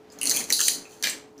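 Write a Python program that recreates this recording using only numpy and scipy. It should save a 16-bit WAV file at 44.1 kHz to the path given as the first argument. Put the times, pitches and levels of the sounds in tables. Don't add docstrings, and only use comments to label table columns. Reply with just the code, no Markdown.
import sys
import numpy as np
from scipy import signal
from scipy.fft import rfft, irfft
from scipy.io import wavfile

SR = 44100
rng = np.random.default_rng(int(sys.argv[2]) if len(sys.argv) > 2 else 0)


def wav_out(sig):
    wavfile.write(sys.argv[1], SR, np.round(np.clip(np.atleast_2d(sig).T, -1, 1) * 32767).astype(np.int16))


N = 61739

# f/Hz, level/dB
HUM_TONES = [(429, -54.5), (284, -69)]
# f/Hz, level/dB
AIR_COLOUR = [(25, -16.5), (50, -11.5), (70, -6), (110, -2.5), (180, -4), (290, 5), (500, -7), (800, -3.5),
              (1500, -20), (3000, -31.5), (6000, -30), (10000, -34.5), (15000, -35.5)]
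# t/s, level/dB
SLEEVE_LEVEL = [(0, -60.5), (.15, -53), (.28, -42.5), (.41, -38.5), (.47, -50), (.52, -40), (.57, -50.5),
                (.68, -45.5), (.79, -48), (.9, -54.5), (1.01, -54.5), (1.06, -43), (1.16, -47.5),
                (1.25, -54), (1.35, -65), (1.39, -55.5)]
# f/Hz, level/dB
SLEEVE_COLOUR = [(40, -22), (100, -15.5), (180, -1), (290, -0.5), (420, 0), (600, -3), (1000, -7.5),
                 (2000, -11), (6000, -22), (15000, -51.5)]
# t/s, level/dB
HOLLOW_LEVEL = [(.1, -65), (.27, -42.5), (.42, -48.5), (.5, -46.5), (.62, -73), (.72, -57), (.80, -44.5),
                (.88, -71), (1.02, -58.5), (1.15, -53), (1.33, -79.5), (1.39, -52)]
# f/Hz, level/dB
HOLLOW_COLOUR = [(150, -21), (245, -13.5), (280, 5.5), (315, -12), (500, -36.5)]
# t/s, level/dB, f/Hz, ring time/s
TOUCHES = [(0.101, -37, 5050, .25), (0.124, -36, 7384, 0.017), (0.854, -30, 2450, 0.011),
           (0.925, -38.5, 3160, 0.079), (1.379, -35.5, 5600, .004), (1.387, -41.5, 5800, 0.0032)]
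# f/Hz, level/dB, ring time/s
FACE_TONES = [(4277, 1.5, 0.013), (4420, 0, 0.007), (6086, 1.5, 0.019), (6445, 5, 0.0062), (6986, -1, .012),
              (7390, -2, 0.02)]
# f/Hz, width/Hz
FACE_GAPS = [(3650, 440), (5370, 230)]
# f/Hz, level/dB, ring time/s
EDGE_TONES = [(8580, 3, 0.0055), (8900, 5.5, 0.012), (9790, 9, 0.0057), (10850, -9, 0.0039),
              (11700, -2.5, 0.0061), (13370, -2.5, 0.0072), (14370, -12.5, 0.0084)]
# f/Hz, ring time/s
ROOM_RING_TIMES = [(500, 0.22), (2500, 0.3), (6500, 0.28), (10000, 0.26), (15000, 0.19)]
# t/s, level/dB
SLIDING_LEVEL = [(.09, -96), (.125, -50), (.17, -85), (.22, -40.5), (.30, -34), (.40, -32.5), (.46, -63),
                 (.50, -36.5), (0.539, -32), (0.609, -31.5), (.645, -25.5), (.68, -28), (.755, -38.5),
                 (.79, -85), (.91, -53.5), (.99, -62.5), (1.116, -41.5), (1.14, -60), (1.25, -81.5)]
# t/s, level/dB
RINGING_LEVEL = [(.23, -90), (.28, -49), (.48, -65.5), (.54, -35), (.60, -37), (.70, -37), (.76, -44.5),
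                 (.80, -90)]
# t/s, bending f/Hz, bending level/dB, face level/dB, edge level/dB,
# wall echo level/dB, direct sound level/dB
CLACKS = [(0.1877, 5440, -30, -25.5, -34, -7, 2), (0.2135, 2560, -12.5, -13, -7, -9.5, 0),
          (0.2317, 2527, -10.5, -11.5, -4, -6.5, -1), (0.2554, 2510, -14, -7, -1, -11, -3),
          (0.2721, 4390, -14, -4.5, -13.5, -22, 2.5), (0.2958, 4410, -14, -2, -5.5, -1.5, 2),
          (0.3068, 4170, -8, -11, -17, -0.5, -2.5), (0.3119, 1850, -17.5, -1, -18, -2.5, 1.5),
          (0.3398, 2380, -9, -11.5, -6.5, -12, -8.5), (0.3637, 2555, -13.5, -5.5, -8, -11, 0),
          (0.3705, 2935, -9, -8.5, -8.5, -21, 0.5), (0.406, 1946, -18.5, -18.5, -18, -3.5, 0.5),
          (0.4403, 4390, -39, -21.5, -22.5, -1, 6), (0.5032, 2040, -13, -7.5, -14, -3, 6),
          (0.5247, 4433, -1, -4.5, -4, -21.5, 1.5), (0.5325, 4480, -6.5, -15, 1, -16, -1),
          (0.592, 1680, -13.5, -7.5, -7.5, -16.5, -1.5), (0.5918, 3267, -12.5, -22, -12.5, -7, -1.5),
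          (0.6047, 1570, -15.5, -1.5, -19, -9.5, 2.5), (0.6126, 2940, -13.5, -4.5, -7.5, -18, 2.5),
          (0.6816, 2120, -15.5, -5.5, -9, -19, 5.5), (0.6818, 3140, -13, -20, -16, -18, 3.5),
          (0.683, 4350, -7, -15, 0, -18, 4), (1.0962, 7450, -9.5, -15, -18, -5.5, 0.5)]
# t/s, level/dB
JOSTLE_LEVEL = [(1.015, -110), (1.035, -32), (1.085, -37.5), (1.12, -48), (1.17, -100)]
# t/s, level/dB, treble lift/(dB per octave)
KNOCKS = [(1.0263, -7, 7.5), (1.034, -10.5, 10), (1.038, -4.5, -11), (1.041, -0.5, -1.5), (1.051, -12, -14),
          (1.071, -3.5, -1), (1.087, -17.5, -3)]
# f/Hz, level/dB, ring time/s
RING_TONES = [(1840, -3.5, 0.022), (2123, -4, .012), (2354, -4.5, 0.015), (2920, -1, 0.015),
              (3850, -2.5, .011), (4400, -4.5, 0.023), (5000, 0, 0.0061), (6180, 0.5, 0.013),
              (7270, -3.5, 0.012), (8900, -8, .0041), (10700, -17, 0.01)]

RATTLE_DB, KNOCK_DB, AIR_DB = 4, -0.5, -56.5
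BEND_RING_S, BEND_SPACING, BEND_WIDTH_HZ = 0.012, 0.062, 1170
SNAP_DB, SNAP_RING_S = -7, 0.009
WALL_DELAY_S, ROOM_DB, ROOM_GAP_S, ROOM_BUILD_S = 0.0073, -3.5, 0.0026, 0.0045
TICKS_PER_S, TICK_SCATTER_DB = 1300, 3


def gain(db):
    return 10 ** (np.asarray(db) / 20)


def unit(x):
    return x / np.sqrt(np.sum(x ** 2))


def fade(t, ring_s):
    return np.exp(-np.log(1000) * t / max(ring_s, 1e-4))


def loudness(curve):
    return gain(np.interp(np.arange(N) / SR, *np.array(curve).T))


def add(out, at, x):
    i = int(np.clip(at * SR, 0, N - 1))
    out[i:i + len(x)] += x[:N - i]


def filtered(x, kind, hz, order):
    return signal.sosfilt(signal.butter(order, hz, kind, fs=SR, output="sos"), x)


def noise(colour):
    hz, db = np.array(colour).T
    f = np.maximum(np.arange(N // 2 + 1) * SR / N, 1)
    shape = gain(np.interp(np.log(f), np.log(hz), db))
    x = irfft(rfft(rng.standard_normal(N)) * shape, N)
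    return x / x.std()


def background():
    t = np.arange(N) / SR
    sleeve = noise(SLEEVE_COLOUR) * loudness(SLEEVE_LEVEL)
    hollow = noise(HOLLOW_COLOUR) * loudness(HOLLOW_LEVEL)
    hum = sum(np.sqrt(2) * gain(db) * np.sin(2 * np.pi * (hz * t + rng.random())) for hz, db in HUM_TONES)
    return sleeve + hollow + hum + gain(AIR_DB) * noise(AIR_COLOUR)


def touches():
    out = np.zeros(N)
    for at, db, hz, ring_s in TOUCHES:
        touch = strike([(hz, 0, ring_s)], scatter=0, size=8192)
        click = gain(0.5) * key_bend(hz) + gain(-2.5) * key_face() + gain(-25) * strike(EDGE_TONES)
        add(touch, 0, click)
        add(out, at, room(gain(db) * touch))
    return out


def strike(tones, lift_db=0, scatter=0.024908, size=2048):
    t = np.arange(size) / SR
    lowest_hz = tones[0][0]
    out = 0
    for (hz, db, ring_s), (detune, phase) in zip(tones, rng.standard_normal((len(tones), 2))):
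        tone = np.sin(2 * np.pi * (hz * (1 + scatter * detune) * t + phase)) * fade(t, ring_s)
        out = out + unit(tone) * gain(db + lift_db * np.log2(hz / lowest_hz))
    return unit(filtered(out, "high", 0.78 * lowest_hz, order=6))


def key_bend(hz):
    tones = [(hz * (1 + k * BEND_SPACING), 0, BEND_RING_S) for k in range(-2, 3)]
    band = [hz - BEND_WIDTH_HZ / 2, hz + BEND_WIDTH_HZ / 2]
    return unit(filtered(strike(tones, scatter=0.013), "band", band, order=6))


def key_face():
    x = strike(FACE_TONES, lift_db=5.5) + snap(low_hz=4000)
    for hz, width in FACE_GAPS:
        x = filtered(x, "stop", [hz - width / 2, hz + width / 2], order=2)
    return unit(x)


def snap(low_hz, size=2048):
    burst = rng.standard_normal(size) * fade(np.arange(size) / SR, SNAP_RING_S)
    return gain(SNAP_DB) * unit(filtered(burst, "high", low_hz, order=8))


def room(x, wall_db=-10, direct_db=0, size=16384):
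    t = np.arange(size) / SR
    f = np.arange(size // 2 + 1) * SR / size
    hz, ring_times = np.array(ROOM_RING_TIMES).T
    white = rfft(rng.standard_normal(size))
    tail = 0
    for share, ring_s in zip(np.eye(len(hz)), ring_times):
        band = irfft(white * np.interp(f, hz, share), size)
        tail = tail + band * fade(t, ring_s)
    build_up = np.clip((t - ROOM_GAP_S) / ROOM_BUILD_S, 0, 1)
    echoes = gain(ROOM_DB) * unit(tail * build_up)
    echoes[0] += gain(direct_db)
    echoes[int(WALL_DELAY_S * SR)] += gain(wall_db)
    return signal.fftconvolve(x, echoes)[:N]


def chatter():
    sliding = ticking(SLIDING_LEVEL,
                      lambda: unit(key_face() + gain(-8.5) * strike(EDGE_TONES) + snap(low_hz=2750)))
    ringing = ticking(RINGING_LEVEL, lambda: key_bend(hz=4433))
    jostling = ticking(JOSTLE_LEVEL, ring_hit)
    return sliding + ringing + jostling


def ticking(curve, make_tick, spots=10):
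    level = loudness(curve)
    out, chance = 0, TICKS_PER_S / SR
    for _ in range(spots):
        hits = rng.random(N) < chance / spots
        strength = gain(TICK_SCATTER_DB * rng.standard_normal(N))
        out = out + signal.fftconvolve(hits * strength * level, room(make_tick()))[:N]
    return out / np.sqrt(chance)


def clacks():
    out = np.zeros(N)
    for at, hz, bend_db, face_db, edge_db, wall_db, direct_db in CLACKS:
        snap_boost_db = 10 + 0.72 * face_db
        clack = gain(bend_db) * (key_bend(hz) + gain(snap_boost_db) * snap(0.68 * hz))
        clack += gain(face_db) * key_face() + gain(edge_db) * strike(EDGE_TONES)
        loose = np.clip(-face_db / 16, 0, 1)
        add(out, at, room(skid(clack, span_s=0.0013, loose=loose), wall_db, direct_db))
    return out


def skid(x, span_s, loose=1, repeats=4):
    out = np.concatenate([x, np.zeros(len(x))])
    for delay, strength in rng.random((repeats, 2)):
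        add(out, delay * span_s, loose * strength * x)
    return unit(out) * np.linalg.norm(x)


def ring_hit(lift_db=0):
    return strike(RING_TONES, lift_db, scatter=0.046) + gain(0.5) * snap(low_hz=480)


def knocks():
    out = np.zeros(N)
    for at, db, lift_db in KNOCKS:
        knock = gain(db + KNOCK_DB) * skid(ring_hit(lift_db), span_s=0.003)
        add(out, at, room(knock, wall_db=-14))
    return out


def scene():
    hits = gain(RATTLE_DB) * (clacks() + knocks() + touches())
    return (hits + chatter() + background())[None]


def record(dry):
    top_hz = 15450
    return signal.sosfilt(signal.ellip(10, .2, 70, top_hz, fs=SR, output="sos"), dry)


dry = scene()
out = record(dry)
wav_out(out)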